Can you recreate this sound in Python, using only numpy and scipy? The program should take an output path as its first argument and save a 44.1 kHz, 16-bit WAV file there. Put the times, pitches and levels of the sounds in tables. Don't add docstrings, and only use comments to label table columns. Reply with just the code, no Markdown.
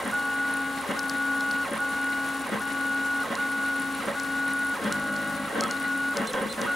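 import sys
import numpy as np
from scipy import signal
from scipy.fft import rfft, irfft
from scipy.io import wavfile
from scipy.ndimage import uniform_filter1d

SR = 44100
rng = np.random.default_rng(int(sys.argv[2]) if len(sys.argv) > 2 else 0)


def generate_wav(sig):
    pcm = np.round(np.clip(np.atleast_2d(sig).T, -1, 1) * 32767).astype(np.int16)
    wavfile.write(sys.argv[1], SR, pcm)


N = 297675
T = np.arange(N) / SR
BINS = np.fft.rfftfreq(N, 1 / SR)
CRUISE_HZ = 1455.7
SPURT_PER_S = 12

# at speed t/s, braking t/s, whine level/dB, hum level/dB
LONG_STROKES = [(0.125, .817, 0.5, 1), (0.969, 1.642, -0.2, 1), (1.79, 2.448, 0, 2),
                (2.605, 3.231, -0.5, 0), (3.382, 3.998, 0.4, 2.5), (4.153, 4.745, -0.5, 0.5),
                (4.918, 5.473, -2.5, -2), (5.702, 6.137, -1, 0), (6.676, 7.3, 0, 2.5)]
# share of the stroke, whine level/dB, hum level/dB, whine left minus right level/dB
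SWELL_OUT = [(0, -30, -43, -2), (.05, -26.5, -43.5, 0), (.14, -31, -40.5, 2.5), (.22, -30.5, -40, 1.7),
             (.46, -28.5, -38, 1.2), (.7, -31, -36.5, 2.7), (.85, -35.5, -38, 4.5), (.95, -41, -37.5, 7),
             (1, -35, -40.5, 5)]
SWELL_BACK = [(0, -34, -41.5, 4), (.1, -32, -39, 4.5), (.21, -34.5, -35.5, 5), (.33, -29, -35.5, 3),
              (.5, -27.5, -35, 2.5), (.65, -29, -35, 2), (.8, -27, -38.5, 1.4), (.92, -28.5, -36, 1),
              (1, -27, -40.5, 1.5)]
# f/Hz, level/dB
MOTOR_TONES = [(452, -53.5), (502, -54.5), (636, -59.5), (820.6, -44.5), (1138.3, -41.5), (1273, -65),
               (1638, -50.5), (1774, -67), (1820, -54), (2093, -66), (2594, -60), (2861, -56.5),
               (2911, -64.5), (3185, -65.5), (3276, -62), (3548, -63), (3770, -62), (4366, -63),
               (7278, -63.5), (8736, -64), (10191, -67), (13090, -79)]
def stepper(speed, hum_hz=273.0, hum_db=-1.5, hum_ring_s=0.02):
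    phase = angle(CRUISE_HZ * speed) + 0.1 * wander(40)
    whine, hum, cruising = np.zeros((2, N)), np.zeros(N), np.zeros(N)
    for k, (go, brake, stroke_whine_db, stroke_hum_db) in enumerate(LONG_STROKES):
        share, *columns = np.transpose(SWELL_BACK if k % 2 else SWELL_OUT)
        progress = (T - go) / (brake - go)
        whine_curve, hum_curve, pan = (np.interp(progress, share, c) for c in columns)
        on = gate(go, brake, 0.013)
        whine += on * amp(stroke_whine_db) * amp([whine_curve + pan / 2, whine_curve - pan / 2])
        hum += gate(go, brake + hum_ring_s, .025) * amp(stroke_hum_db + hum_curve)
        cruising += on
    out = hum * amp(hum_db + 0.68 * wander(27)) * tone(2 * np.pi * hum_hz * T + .1 * wander(25))
    fade_db = np.interp(T, [0, 6.75], [1.5, -2.5])
    for hz, db in MOTOR_TONES:
        out += cruising * amp(db + fade_db + 1.88 * wander(28)) * tone(phase * hz / CRUISE_HZ)
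    out += np.clip(1 - cruising, 0, 1) * motor_glide(speed, phase)
    return out + whine * amp(0.49 * wander(55)) * tone(phase)


# multiple of the step rate, level/dB
GLIDE_TONES = [(0.749, -45.5), (1, -34.5), (2, -37)]
def motor_glide(speed, phase, braking_db=1, gaining_db=-3):
    frame = abs(body(FRAME_RINGS))
    braking = uniform_filter1d(1. * (np.gradient(speed) < 0), size=400)
    out = 0
    for multiple, db in GLIDE_TONES:
        hz = multiple * CRUISE_HZ * speed
        flare = np.interp(hz, BINS, frame) ** 0.39
        treble_loss = np.sqrt(1 + (hz / 2400) ** 8)
        level = flare / treble_loss * amp(db + 2.1 * wander(170))
        out += level * tone(phase * multiple + 0.87 * wander(160))
    return out * np.sqrt(speed) * amp(gaining_db + (braking_db - gaining_db) * braking)


# start t/s, at speed t/s, braking t/s, end t/s, step rate f/Hz, level/dB,
# relative level/dB of the octave above
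DASH_TONES = [(5.608, 5.622, 5.662, 5.667, 1295, -28.5, -20), (5.61, 5.625, 5.685, 5.69, 3300, -47, -25),
              (6.228, 6.273, 6.303, 6.335, 4075, -41, -8), (6.228, 6.273, 6.303, 6.335, 3580, -48, -20),
              (6.28, 6.292, 6.322, 6.335, 515, -36, -18), (6.345, 6.36, 6.398, 6.41, 520, -33, -12),
              (6.415, 6.428, 6.456, 6.47, 530, -34.5, -14), (6.455, 6.495, 6.527, 6.57, 4075, -41, -9),
              (6.455, 6.495, 6.527, 6.57, 3580, -52, -20), (6.48, 6.505, 6.545, 6.56, 515, -44, -18)]
def dashes():
    out = np.zeros(N)
    for start, fast, brake, end, hz, db, octave_db in DASH_TONES:
        ramping = 1 - gate(fast, brake, 0.0042)
        speed = np.interp(T, [start, fast, brake, end], [.2, 1, 1, .3])
        phase = angle(hz * speed) + (.15 + .6 * ramping) * wander(250)
        level = gate(start, end, .01) * amp(db - 6 * ramping + 1.5 * wander(100))
        out += level * (tone(phase) + amp(octave_db) * tone(2 * phase))
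    return out


# f/Hz, level/dB
CREEP_TONES = [(52, -64), (104, -61), (156, -50.5), (206, -41.5), (259.5, -42.5), (312, -47), (518, -52),
               (571, -46), (624, -52), (1298, -54), (1351, -46), (1610, -48.5), (1954, -52)]
def creeping_motor(start_s=4.9, end_s=5.48):
    buzz = 0
    for hz, db in CREEP_TONES:
        buzz += amp(db + 1.7 * wander(25)) * tone(angle(hz + 1.47 * wander(12.5)))
    return gate(start_s, end_s, 0.013) * buzz


# f/Hz, width/Hz, level/dB
BED_RINGS = [(162, 10, -8), (216.3, 30.7, 5.5), (261.7, 19.4, -4.5), (338.5, 12, -10.5)]
FRAME_RINGS = [(458, 51, 0.5), (566, 19, 7), (820, 120, -5), (1082, 106, -1.5), (1283, 114, -3.5),
               (1590, 79, -2), (1790, 390, -6.5), (2764, 340, -15), (3286, 77, -12.5)]
# t/s, thud level/dB, rattle level/dB, hold/s
TURNS = [(.05, -33, -33.5, 0.035), (.888, -30.5, -29.5, 0.017), (1.711, -33.5, -31, 0.017),
         (2.517, -30, -30, 0.021), (3.301, -31.5, -31.5, 0.014), (4.066, -33.5, -29.5, 0.017),
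         (4.815, -36, -33, 0.012), (4.843, -29, -30.5, .04), (5.543, -36, -30, 0.017),
         (5.578, -31, -32.5, 0.025), (5.622, -35.5, -34, 0.056), (6.151, -38, -29.5, .028),
         (6.195, -30, -34, .012), (6.218, -32, -31.5, 0.0072), (6.336, -38, -31.5, 0.024),
         (6.369, -44, -30.5, .015), (6.405, -34.5, -35, .02), (6.446, -32, -36, 0.0063),
         (6.573, -35, -32.5, 0.024), (6.612, -35, -31, .045)]
def shaking(speed, strain_db=-37, knocks_per_s=2000):
    steps = pulses(CRUISE_HZ * speed * (1 + .05 * wander(150)))

    def knocks():
        return white() * (rng.random(N) < knocks_per_s / SR)

    def shaken(rings):
        response = body(rings)
        growl = unit(irfft(rfft(steps) * response, N))
        ringing = growl + stereo_noise(knocks, response)
        power = abs(uniform_filter1d(ringing[0] ** 2, size=700))
        return unit(ringing / np.sqrt(power + .05))

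    thud_power, rattle_power = 0, 0
    for s, thud_db, rattle_db, hold_s in TURNS:
        thud_power += (amp(thud_db) * jolt(s, hold_s, rise_s=0.006, fall_db_per_s=269)) ** 2
        rattle_power += (amp(rattle_db) * jolt(s, hold_s, rise_s=0.013, fall_db_per_s=191)) ** 2
    strain = uniform_filter1d(np.minimum(abs(np.gradient(speed, T)) / SPURT_PER_S, 1), size=900)
    rattle_power += (amp(strain_db) * strain) ** 2
    thud = np.sqrt(thud_power) * shaken(BED_RINGS)
    rattle = amp(1.07 * wander(79)) * np.sqrt(rattle_power) * shaken(FRAME_RINGS)
    return thud + rattle


def head_speed(crawl=.15, opening=.78, zigzag_s=.06):
    corners = [row[0] for row in TURNS]
    points = [(0.00061, opening)] + [(s, crawl) for s in corners]
    points += [(s, 1) for go, brake, *_ in LONG_STROKES for s in (go, brake)]
    for a, b in zip(corners, corners[1:]):
        if b - a < zigzag_s:
            points.append(((a + b) / 2, crawl + SPURT_PER_S * (b - a) / 2))
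    return np.interp(T, *np.transpose(sorted(points)))


def hard_stop(at_s=6.3355, peak_db=-19):
    blow = np.zeros(N)
    add(blow, at_s, rng.standard_normal(900) * np.exp(-T[:900] / .005))
    clack = irfft(rfft(blow) * body(FRAME_RINGS), N)
    return amp(peak_db) * clack / abs(clack).max()


# t/s, peak level/dB, treble level/dB (higher against the peak means brighter)
SNAPS = [(0.7863, -31.5, -49), (0.9116, -31, -26), (0.992, -18, -26), (1.0958, -19, -26), (1.407, -25, -41),
         (1.511, -22.5, -39), (2.721, -32, -28), (3.353, -22, -31), (4.1981, -23, -29), (4.844, -28, -40),
         (4.924, -17.5, -24), (5.1627, -27, -38), (5.6079, -11.5, -19), (5.6366, -18.5, -24),
         (5.7104, -18, -25), (6.1702, -18, -26), (6.2718, -25, -38), (6.3331, -24, -27), (6.526, -26, -33),
         (6.6151, -21.5, -33)]
# f/Hz, level/dB, time to fade by 60 dB/s
SNAP_RINGS = [(4290, -10, 0.018), (4400, 0, 0.0055), (5280, -1.5, 0.0067), (6000, 3, 0.0039),
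              (6650, -2.5, 0.0048), (7680, -4, 0.0057), (8060, -5, 0.0029), (10460, -14, 0.011)]
def ticks(splash_db=-13, splash_s=0.018):
    out, t = np.zeros(N), T[:1300]
    for s, peak_db, treble_db in SNAPS:
        bright_db = np.clip(treble_db - peak_db + 11, -14, 8)
        ring = 0
        for hz, db, fade_s in SNAP_RINGS:
            grit = 0.91 * unit(uniform_filter1d(rng.standard_normal(len(t)), size=30))
            highness = np.clip(np.log2(hz / SNAP_RINGS[0][0]) * 2, 0, 1)
            level = amp(db + bright_db * highness - 60 * t / fade_s)
            cycles = hz * rng.normal(1, 0.0094) * t + rng.random()
            ring += level * np.sin(2 * np.pi * cycles + grit)
        ring *= 1 - np.exp(-(t / 0.00093) ** 2)
        add(out, s, amp(peak_db) * ring / abs(ring).max())
    scatter = np.diff(rng.standard_normal(len(t)), prepend=0) * np.exp(-t / splash_s)
    return out + amp(splash_db) * signal.oaconvolve(out, scatter / np.linalg.norm(scatter))[:N]


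# f/Hz, width/Hz, level/dB
RAIL_RINGS = [(261, 95, 3), (698, 330, -10.5), (1020, 380, -6.5), (1490, 230, 0), (1950, 360, -2),
              (2856, 75, -5), (3845, 610, -11.5)]
def rails(level_db=-41):
    return amp(level_db + 2.3 * wander(39)) * stereo_noise(white, body(RAIL_RINGS))


# t/s, f/Hz
FAN_OCTAVE = [(0, 1075), (1.4, 1081), (2.3, 1076), (3.8, 1086), (5.1, 1092), (6.75, 1102)]
# f/Hz, level/dB
FAN_HISS = [(25, -15), (50, -9.5), (80, -11), (115, -11), (220, 3.5), (380, -2.5), (520, -5.5), (750, 1.5),
            (1500, -1.5), (2500, -9), (4100, -10.5), (4800, -13), (8500, -13), (9900, -11), (11000, -15.5),
            (14000, -21)]
# f/Hz, level/dB
STEADY_TONES = [(77.5, -61), (15625, -73)]
def fan(air_db=-40, blade_db=-52, octave_db=-46):
    phase = angle(np.interp(T, *np.transpose(FAN_OCTAVE)) / 2 + 1.86 * wander(11.6))
    blades = amp(blade_db + 2 * wander(8.5)) * tone(phase)
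    blades += amp(octave_db + 2 * wander(28)) * tone(2 * phase)
    steady = sum(amp(db) * tone(2 * np.pi * hz * T) for hz, db in STEADY_TONES)
    hiss = amp(air_db + 1.05 * wander(24)) * stereo_noise(white, amp(spectrum(FAN_HISS)))
    return hiss + blades + steady


def crackle(level_db=-50.5, clicks_per_s=36, strays_per_s=60, stray_db=-6):
    clicks = pulses(clicks_per_s * np.clip(1 + .15 * wander(30), .3, 2))
    clicks += amp(stray_db) * (rng.random(N) < strays_per_s / SR)
    clicks *= amp(4.5 * np.clip(white(), -3, 1.6))
    chatter = signal.oaconvolve(clicks, np.exp(-T[:400] / 0.0007))[:N] * white()
    response = body([(9800, 1100, 0), (12800, 1500, -21)])
    return amp(level_db) * unit(irfft(rfft(chatter) * response, N))


# f/Hz, likeness (1 is the same)
LIKENESS = [(60, .84), (220, .92), (500, .7), (1000, .68), (2000, .8), (3000, .75), (5000, .85),
            (9000, .92), (13000, .99)]
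def stereo_noise(draw, response):
    middle, side = rfft(draw()), rfft(draw())
    same = spectrum(LIKENESS)
    side *= np.sqrt((1 - same) / (1 + same))
    return unit(irfft(np.array([middle + side, middle - side]) * response, N))


# f/Hz, level/dB
LEFT_LOUDER = [(60, 2.5), (190, 3.2), (275, 2.2), (500, -.3), (820, -.3), (1080, -1.6), (1140, -.2),
               (1650, 0), (2000, -1.1), (4000, .1), (15000, 0)]
# f/Hz, phase/radians
LEFT_AHEAD = [(160, .15), (275, .03), (800, .24), (1250, .25), (1455, .09), (2000, 0), (3000, .14),
              (4500, 0)]
def lean_sideways(mix):
    lean = amp(spectrum(LEFT_LOUDER) / 2) * np.exp(.5j * spectrum(LEFT_AHEAD))
    return irfft(rfft(mix) * np.array([lean, 1 / lean]), N)


def body(rings):
    bass_cut = 1 - 1 / (1 + (BINS / 90) ** 4)
    return bass_cut * sum(amp(db) / (1 + 1j * (BINS - hz) / (0.74 * width)) ** 2 for hz, width, db in rings)


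def jolt(start_s, hold_s, rise_s, fall_db_per_s):
    age = T - start_s
    return np.clip(age / rise_s, 0, 1) * amp(-fall_db_per_s * np.clip(age - rise_s - hold_s, 0, 1))


def spectrum(points):
    hz, value = np.transpose(points)
    return np.interp(np.log(BINS + 1), np.log(hz + 1), value)


def wander(rate):
    return unit(irfft(rfft(white()) * np.exp(-(BINS / rate) ** 2), N))


def gate(start, end, edge):
    return np.clip(np.minimum(T - start, end - T) / edge + .5, 0, 1)


def pulses(hz):
    return np.diff(np.floor(np.cumsum(hz) / SR + rng.random()), prepend=0)


def angle(hz):
    return 2 * np.pi * (np.cumsum(hz) / SR + rng.random())


def tone(phase):
    return np.sqrt(2) * np.sin(phase)


def white():
    return rng.standard_normal(N)


def amp(db):
    return 10 ** (np.asarray(db) / 20)


def unit(x):
    return x / np.sqrt(np.mean(x ** 2) + 1e-20)


def add(mix, s, sound):
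    part = mix[max(round(s * SR), 0):][:len(sound)]
    part += sound[:len(part)]


def scene():
    speed = head_speed()
    motors = stepper(speed) + dashes() + creeping_motor()
    return lean_sideways(motors + shaking(speed) + rails() + fan() + crackle() + ticks() + hard_stop())


def record(dry, cutoff_hz=15800):
    lowpass = signal.firwin(511, cutoff_hz, window=("kaiser", 9), fs=SR)
    return signal.oaconvolve(dry, lowpass[None], "same")


dry = scene()
out = record(dry)
generate_wav(out)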